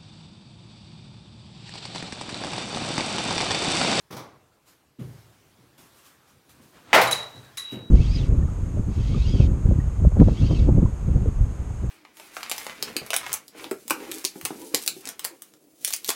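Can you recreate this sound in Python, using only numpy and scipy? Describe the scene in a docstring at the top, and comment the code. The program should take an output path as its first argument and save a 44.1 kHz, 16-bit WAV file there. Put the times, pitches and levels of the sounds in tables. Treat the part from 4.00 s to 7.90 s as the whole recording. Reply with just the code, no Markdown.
"""A thud and a plastic rattle as a ball is pushed onto a tee in an indoor batting cage. Shoes scuff and
balls knock on the turf; then a metal bat swishes through the air and cracks the ball into the net.
The net slaps and rustles, and its steel tube frame clangs and rings, damped by the swinging net.
A last heavy thud hits the floor. The hard-walled room answers every blow over a low hush."""
import sys
import numpy as np
from scipy import signal
from scipy.fft import rfft, irfft, next_fast_len
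from scipy.io import wavfile
from scipy.ndimage import uniform_filter1d, map_coordinates

SR = 44100
rng = np.random.default_rng(int(sys.argv[2]) if len(sys.argv) > 2 else 0)


def wav_record(signal):
    """Record a signal, one row per channel, as 16-bit PCM in the file named by sys.argv[1]."""
    frames = np.transpose(np.atleast_2d(signal))
    bounded = np.clip(frames, -1, 1)
    # unit amplitude maps onto the largest positive 16-bit level
    quanta = np.round(bounded * 32767).astype(np.int16)
    wavfile.write(sys.argv[1], SR, quanta)


N = 171990
TIME_S = np.arange(N) / SR

# Bat meets ball: start_s, energy_db
BAT_HITS = [(2.9308, 24)]
# Colour of the crack: freq_hz, level_db
BAT_COLOUR = [(35, -76), (60, -29), (184, -14.5), (268, -14.5), (448, -4.5), (566, -0.5), (749, 0.5),
              (1410, -3.5), (1660, -6.5), (2190, -2.5), (2710, -10), (16000, -36)]
def bat_crack():
    """Metal strikes the ball: a very short contact, thin up close, that fills the room."""
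    return blows(BAT_HITS, BAT_COLOUR, contact_s=0.00041, wet_db=10, thin_hz=900)


# Ball and tee hit the netting: start_s, energy_db
NET_HITS = [(2.944, 8), (3.012, 7.5)]
# Colour of the slap: freq_hz, level_db
NET_COLOUR = [(300, -55), (1500, 4), (4000, 7.5), (7000, -1), (16000, 0.5)]
def net_slaps():
    """The net catches ball and tee with longer, brighter contacts."""
    return blows(NET_HITS, NET_COLOUR, contact_s=0.0046, wet_db=2)


# Knocks on the frame: start_s, ring_db, clack_energy_db, net_damping_db_per_s
FRAME_HITS = [(3.071, -24, -16, 200), (3.110, -25.5, 2.5, 65), (3.123, -16.5, -1, 167),
              (3.226, -33, -34, 93), (3.357, -42.5, -32, 72), (3.446, -56, -32, 70), (3.571, -37, -7.5, 54),
              (3.577, -31, -10.5, 7.5)]
# Modes of the steel tube: pitch_hz, level_db, t60_s
TUBE_MODES = [(1105, -13, 0.2), (1960, -11.5, 0.22), (3866, -1, 1.22), (3905, -2, 0.46), (3995, -2, 0.23),
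              (5070, -21, 0.13), (5660, -18, 0.25), (6520, -10, 0.15), (7240, -11, 0.15), (8270, -14, 0.17),
              (10920, -3, 0.16), (11090, -9, 0.2)]
# Colour of the clack: freq_hz, level_db
CLACK_COLOUR = [(500, -44), (1100, 5), (3000, 5.5), (7000, 4.5), (16000, -3.5)]
def frame_clangs():
    """Each knock clacks and rings the tube; the swinging net damps the ring and makes it stutter."""
    hard_db, dulling_per_octave = -10, 0.45  # clacks softer than hard_db ring duller above 4 kHz
    stutter_db, stutters_per_s, full_damping_db_per_s = 9, 40, 150
    clacks = [(start_s, clack_db) for start_s, _, clack_db, _ in FRAME_HITS]
    out = blows(clacks, CLACK_COLOUR, contact_s=0.0036, wet_db=-3)
    for start_s, ring_db, clack_db, damping in FRAME_HITS:
        tilt_db = dulling_per_octave * min(clack_db - hard_db, 0)
        modes = [(hz, db + tilt_db * max(np.log2(hz / 4000), 0), t60) for hz, db, t60 in TUBE_MODES]
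        dips = np.abs(map_coordinates(rng.standard_normal(SR), [np.arange(SR) * stutters_per_s / SR]))
        stutter = amp(-stutter_db * np.clip(damping / full_damping_db_per_s, 0, 1) * dips)
        tube = ring(modes, attack_s=0.0016, jangle=5, damping_db_per_s=damping)  # loose joints jangle
        echoes = room(np.ones(1), wet_db=-12)
        add(out, start_s, amp(ring_db) * signal.fftconvolve(stutter * tube, echoes))
    return out


# Thuds on the floor, and at 3.029 s the ball driving into the net: start_s, knock_energy_db, boom_db, thump_db
THUD_HITS = [(.105, -8, -48, -41), (.120, -11, -48.5, -36), (.987, -9, -34, -30),
             (1.575, -24.5, -60.5, -62), (1.785, -26, -66, -57), (2.596, -21.5, -64, -43),
             (3.029, -14, -40.5, -55), (3.346, -18.5, -48, -46), (3.721, 0, -39.5, -26)]
# Colour of the knock: freq_hz, level_db
TURF_COLOUR = [(24, -18), (40, -47), (97, -9), (139, -8), (281, -6), (397, -9.5), (878, -27.5), (2210, -33),
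               (3900, -38), (6600, -120)]
# Low modes of floor and room: pitch_hz, level_db, t60_s
BOOM_MODES = [(68.2, -9.5, 0.99), (102.6, -4.5, 1), (126.6, 6.5, 0.6), (158.3, -1.5, 0.54)]
def thuds():
    """Balls land on turf, and the ball drives into the net: a soft knock, a thump that sinks about an octave,
    then a low boom."""
    rest_hz, glide_s, t60_s, attack_s = 151.3, 0.0195, 0.13, 0.0042
    t = np.arange(SR // 2) / SR
    pitch_hz = rest_hz * (1 + 1.016 * np.exp(-t / glide_s))
    envelope = amp(-60 * t / t60_s) * (1 - np.exp(-t / attack_s))
    thump = envelope * np.sin(2 * np.pi * np.cumsum(pitch_hz) / SR)
    out = blows([row[:2] for row in THUD_HITS], TURF_COLOUR, contact_s=0.00015, wet_db=14)
    for start_s, _, boom_db, thump_db in THUD_HITS:
        add(out, start_s, amp(boom_db) * ring(BOOM_MODES, attack_s=0.013, jangle=10.8))
        add(out, start_s, amp(thump_db) * thump)
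    return out


# Ball pushed onto the tee, and other small knocks: start_s, energy_db
TEE_HITS = [(.107, -10.5), (.123, -8.5), (.166, -6), (.987, -43), (1.978, -48)]
# Colour of the plastic: freq_hz, level_db
TEE_COLOUR = [(200, -31), (280, -6), (1100, -3), (1750, -14), (2200, -10.5), (2800, -20.5), (3500, -14),
              (4400, -16.5), (6000, -14.5), (7000, -23.5), (16000, -21.5)]
def tee_rattles():
    """The ball rattles onto the plastic tee; two faint ticks follow."""
    return blows(TEE_HITS, TEE_COLOUR, contact_s=0.0032, wet_db=4)


# Swell of the swing: time_s, level_db
SWING_LEVEL = [(2.7, -65), (2.752, -52.5), (2.776, -51), (2.836, -57), (2.915, -44.5)]
# Colour of the rushing air: freq_hz, level_db
AIR_COLOUR = [(24, -44), (40, 2), (74, 6.5), (151, -1.5), (288, 1.5), (535, -4.5), (1420, -5.5),
              (9000, -25.5), (17600, -120)]
def bat_swish():
    """Bat and sleeves rush through the air, cutting off just after the crack."""
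    start_s, end_s = SWING_LEVEL[0][0], BAT_HITS[0][0] + 0.06
    gate = np.clip((TIME_S - start_s) / 0.041, 0, 1) * np.clip((end_s - TIME_S) / 0.02, 0, 1)
    return gate * fader(SWING_LEVEL) * patchy_noise(AIR_COLOUR)


# Foot moves: start_s, rise_s, fall_s, level_db
SHOE_MOVES = [(.0, 0.0018, 0.03, -66), (0.637, 0.048, 0.065, -56), (0.988, 0.0091, 0.27, -59),
              (1.773, 0.0084, 0.12, -54), (1.9, 0.085, 0.063, -58.5), (2.02, 0.045, 0.066, -55.5),
              (2.24, 0.051, 0.043, -61), (2.485, 0.01, 0.052, -55), (2.6, 0.023, 0.36, -60.5),
              (3.68, 0.046, 0.037, -50)]
# Colour of sole on turf: freq_hz, level_db
SOLE_COLOUR = [(120, -28), (200, 10.5), (482, -4), (968, 4), (1100, 8.5), (1350, 2), (15100, -3),
               (16000, -19)]
def shoe_scuffs():
    """Soles brush the turf: a hiss that rises, then fades."""
    envelope = np.zeros(N)
    for start_s, rise_s, fall_s, level_db in SHOE_MOVES:
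        swell = np.clip((TIME_S - start_s) / rise_s, 0, 1) ** 2
        fade = np.exp(-np.clip((TIME_S - start_s - rise_s) / fall_s, 0, None) ** 1.18)
        envelope += amp(level_db) * swell * fade
    return envelope * patchy_noise(SOLE_COLOUR)


# Fade of the rustle: time_s, level_db
RUSTLE_LEVEL = [(3.3, -52.5), (3.9, -61.5)]
# Colour of the net cord: freq_hz, level_db
CORD_COLOUR = [(500, 0), (1700, -2), (2200, -9), (3500, -8.5), (16000, -19)]
def net_rustle():
    """The netting rustles on its frame from the crack onward."""
    return (TIME_S > BAT_HITS[0][0]) * fader(RUSTLE_LEVEL) * patchy_noise(CORD_COLOUR)


# Faint narrow rasps: start_s, length_s, pitch_hz, level_db
RASPS = [(3.43, 0.1, 1608, -57.5), (3.636, 0.23, 2820, -52)]
def rasps():
    """Dense clicks through one resonance swell and fade, perhaps cord on tube."""
    out = np.zeros(N)
    for start_s, length_s, pitch_hz, level_db in RASPS:
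        clicks = rng.standard_normal(N) * (rng.random(N) < 0.01)
        rasp = signal.lfilter(*signal.iirpeak(pitch_hz, Q=15, fs=SR), clicks)
        progress = np.clip((TIME_S - start_s) / length_s, 0, 1)
        out += amp(level_db) * np.sin(np.pi * progress ** 0.5) * unit_rms(rasp)
    return out


# Drift of the hush: time_s, level_db
HUSH_LEVEL = [(0.0, -63), (0.77, -64), (1.01, -65.5), (1.16, -55.5), (1.37, -59.5), (2.4, -60),
              (2.61, -57.5), (2.7, -64)]
# Colour of the hush: freq_hz, level_db
HUSH_COLOUR = [(18, -60), (30, 24), (109, -5.5), (345, -7.5), (600, -12), (1670, -15), (2010, -17.5),
               (3400, -20), (16000, -28.5)]
def room_tone():
    """A low, gently shifting hush lies under everything."""
    return fader(HUSH_LEVEL) * patchy_noise(HUSH_COLOUR, patchy_db=2)


# Decay of the reverb: freq_hz, t60_s
ROOM_DECAY = [(60, 0.87), (125, 0.65), (250, 0.51), (700, 0.59), (2000, 0.48), (5000, 0.37), (16000, 0.22)]
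# Time the echoes take to thicken: freq_hz, build_s
ROOM_BUILD = [(100, 0.0043), (700, 0.014), (3000, 0.0041), (16000, 0.007)]
# First echoes off the walls, as loud as at wet_db = 10: delay_s, level_db
WALL_ECHOES = [(.0035, -7), (.006, -8), (.014, -8), (.021, -6), (.037, -9)]
def room(contact, wet_db):
    """The contact, its echoes off hard walls, and a fresh diffuse tail that builds and dies by band."""
    hz, t, bands = signal.stft(rng.standard_normal(SR), SR, nperseg=256)
    decay = amp(-60 * t / at_hz(ROOM_DECAY, hz)[:, None])
    build = 1 - np.exp(-t / at_hz(ROOM_BUILD, hz)[:, None])
    tail = signal.istft(bands * decay * build, SR, nperseg=256)[1]
    out = amp(wet_db) * unit_energy(tail)
    add(out, 0, contact)
    for delay_s, level_db in WALL_ECHOES:
        arrival_s = delay_s * rng.uniform(0.92, 1.05)
        add(out, arrival_s, amp(level_db + wet_db - 10) * rng.choice([-1, 1]) * contact)
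    return out


def blows(hits, colour, contact_s, wet_db, thin_hz=0):
    """Short rough contacts, coloured and heard in the room; thin_hz cuts bass from all but the tail."""
    out, t = np.zeros(N), np.arange(SR // 10) / SR
    pulse = click(colour)
    for start_s, energy_db in hits:
        contact = unit_energy(rng.standard_normal(len(t)) * t * np.exp(-t / contact_s))
        thinned = signal.lfilter([1, -1], [1, -np.exp(-2 * np.pi * thin_hz / SR)], contact)
        heard = signal.fftconvolve(pulse, room(thinned, wet_db))
        add(out, start_s, amp(energy_db) * unit_energy(heard))
    return out


def ring(modes, attack_s, jangle, damping_db_per_s=0):
    """Damped modes, a little different at every blow; jangle blurs the short-lived ones most."""
    tones, t = np.zeros(SR), np.arange(SR) / SR
    for pitch_hz, level_db, t60_s in modes:
        envelope = amp(level_db + rng.normal(0, 0.97) - (60 / t60_s + damping_db_per_s) * t)
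        phase_drift = np.cumsum(rng.standard_normal(SR)) * np.sqrt(jangle / SR) / t60_s
        tones += envelope * np.sin(2 * np.pi * pitch_hz * t + phase_drift)
    return tones * (1 - np.exp(-t / attack_s))


def click(colour, size=8192):
    """The tightest causal pulse with this colour, energy 1."""
    cepstrum = irfft(np.log(amp(at_hz(colour, np.fft.rfftfreq(size, 1 / SR)))))
    cepstrum[1:size // 2] *= 2  # fold to minimum phase
    cepstrum[size // 2 + 1:] = 0
    return unit_energy(irfft(np.exp(rfft(cepstrum)))[:size // 2])


def patchy_noise(colour, patchy_db=1.5):
    """Coloured noise of rms 1 whose gain wanders in patches of frequency and time."""
    hz, _, bands = signal.stft(rng.standard_normal(N), SR, nperseg=512)
    patches = uniform_filter1d(rng.standard_normal(bands.shape), size=6, axis=0)
    patches = uniform_filter1d(patches, size=10, axis=1)
    gain = amp(at_hz(colour, hz)[:, None] + patchy_db * unit_rms(patches))
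    return unit_rms(signal.istft(bands * gain, SR, nperseg=512)[1][:N])


def fader(points):
    """Gain per sample through (time_s, level_db) points."""
    return amp(np.interp(TIME_S, *np.transpose(points)))


def at_hz(points, hz):
    """Reads (freq_hz, value) points along a log frequency axis."""
    freq_hz, values = np.transpose(points)
    return np.interp(np.log(hz + 1), np.log(freq_hz + 1), values)


def amp(db):
    return 10 ** (np.asarray(db) / 20)


def unit_rms(x):
    return x / np.sqrt(np.mean(x ** 2) + 1e-20)


def unit_energy(x):
    return x / np.linalg.norm(x)


def add(out, start_s, x):
    """Mixes x into out at start_s."""
    part = out[round(start_s * SR):][:len(x)]
    part += x[:len(part)]


def scene():
    """All sources in one mono mix."""
    impacts = bat_crack() + net_slaps() + tee_rattles() + thuds() + frame_clangs()
    textures = net_rustle() + rasps() + shoe_scuffs() + bat_swish() + room_tone()
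    return (impacts + textures)[None]


def record(dry):
    """Soft clipping at full scale, the microphone's low cut, then the band limit."""
    low_cut_hz, top_hz = 55, 15900
    clipped = dry / (1 + np.abs(dry) ** 6) ** (1 / 6)
    size = next_fast_len(N + 8192)
    hz = np.fft.rfftfreq(size, 1 / SR)
    low_cut = (1j * hz / (low_cut_hz + 1j * hz)) ** 2
    return irfft(rfft(clipped, size) * low_cut * (hz < top_hz), size)[..., :N]


dry = scene()
out = record(dry)
wav_record(out)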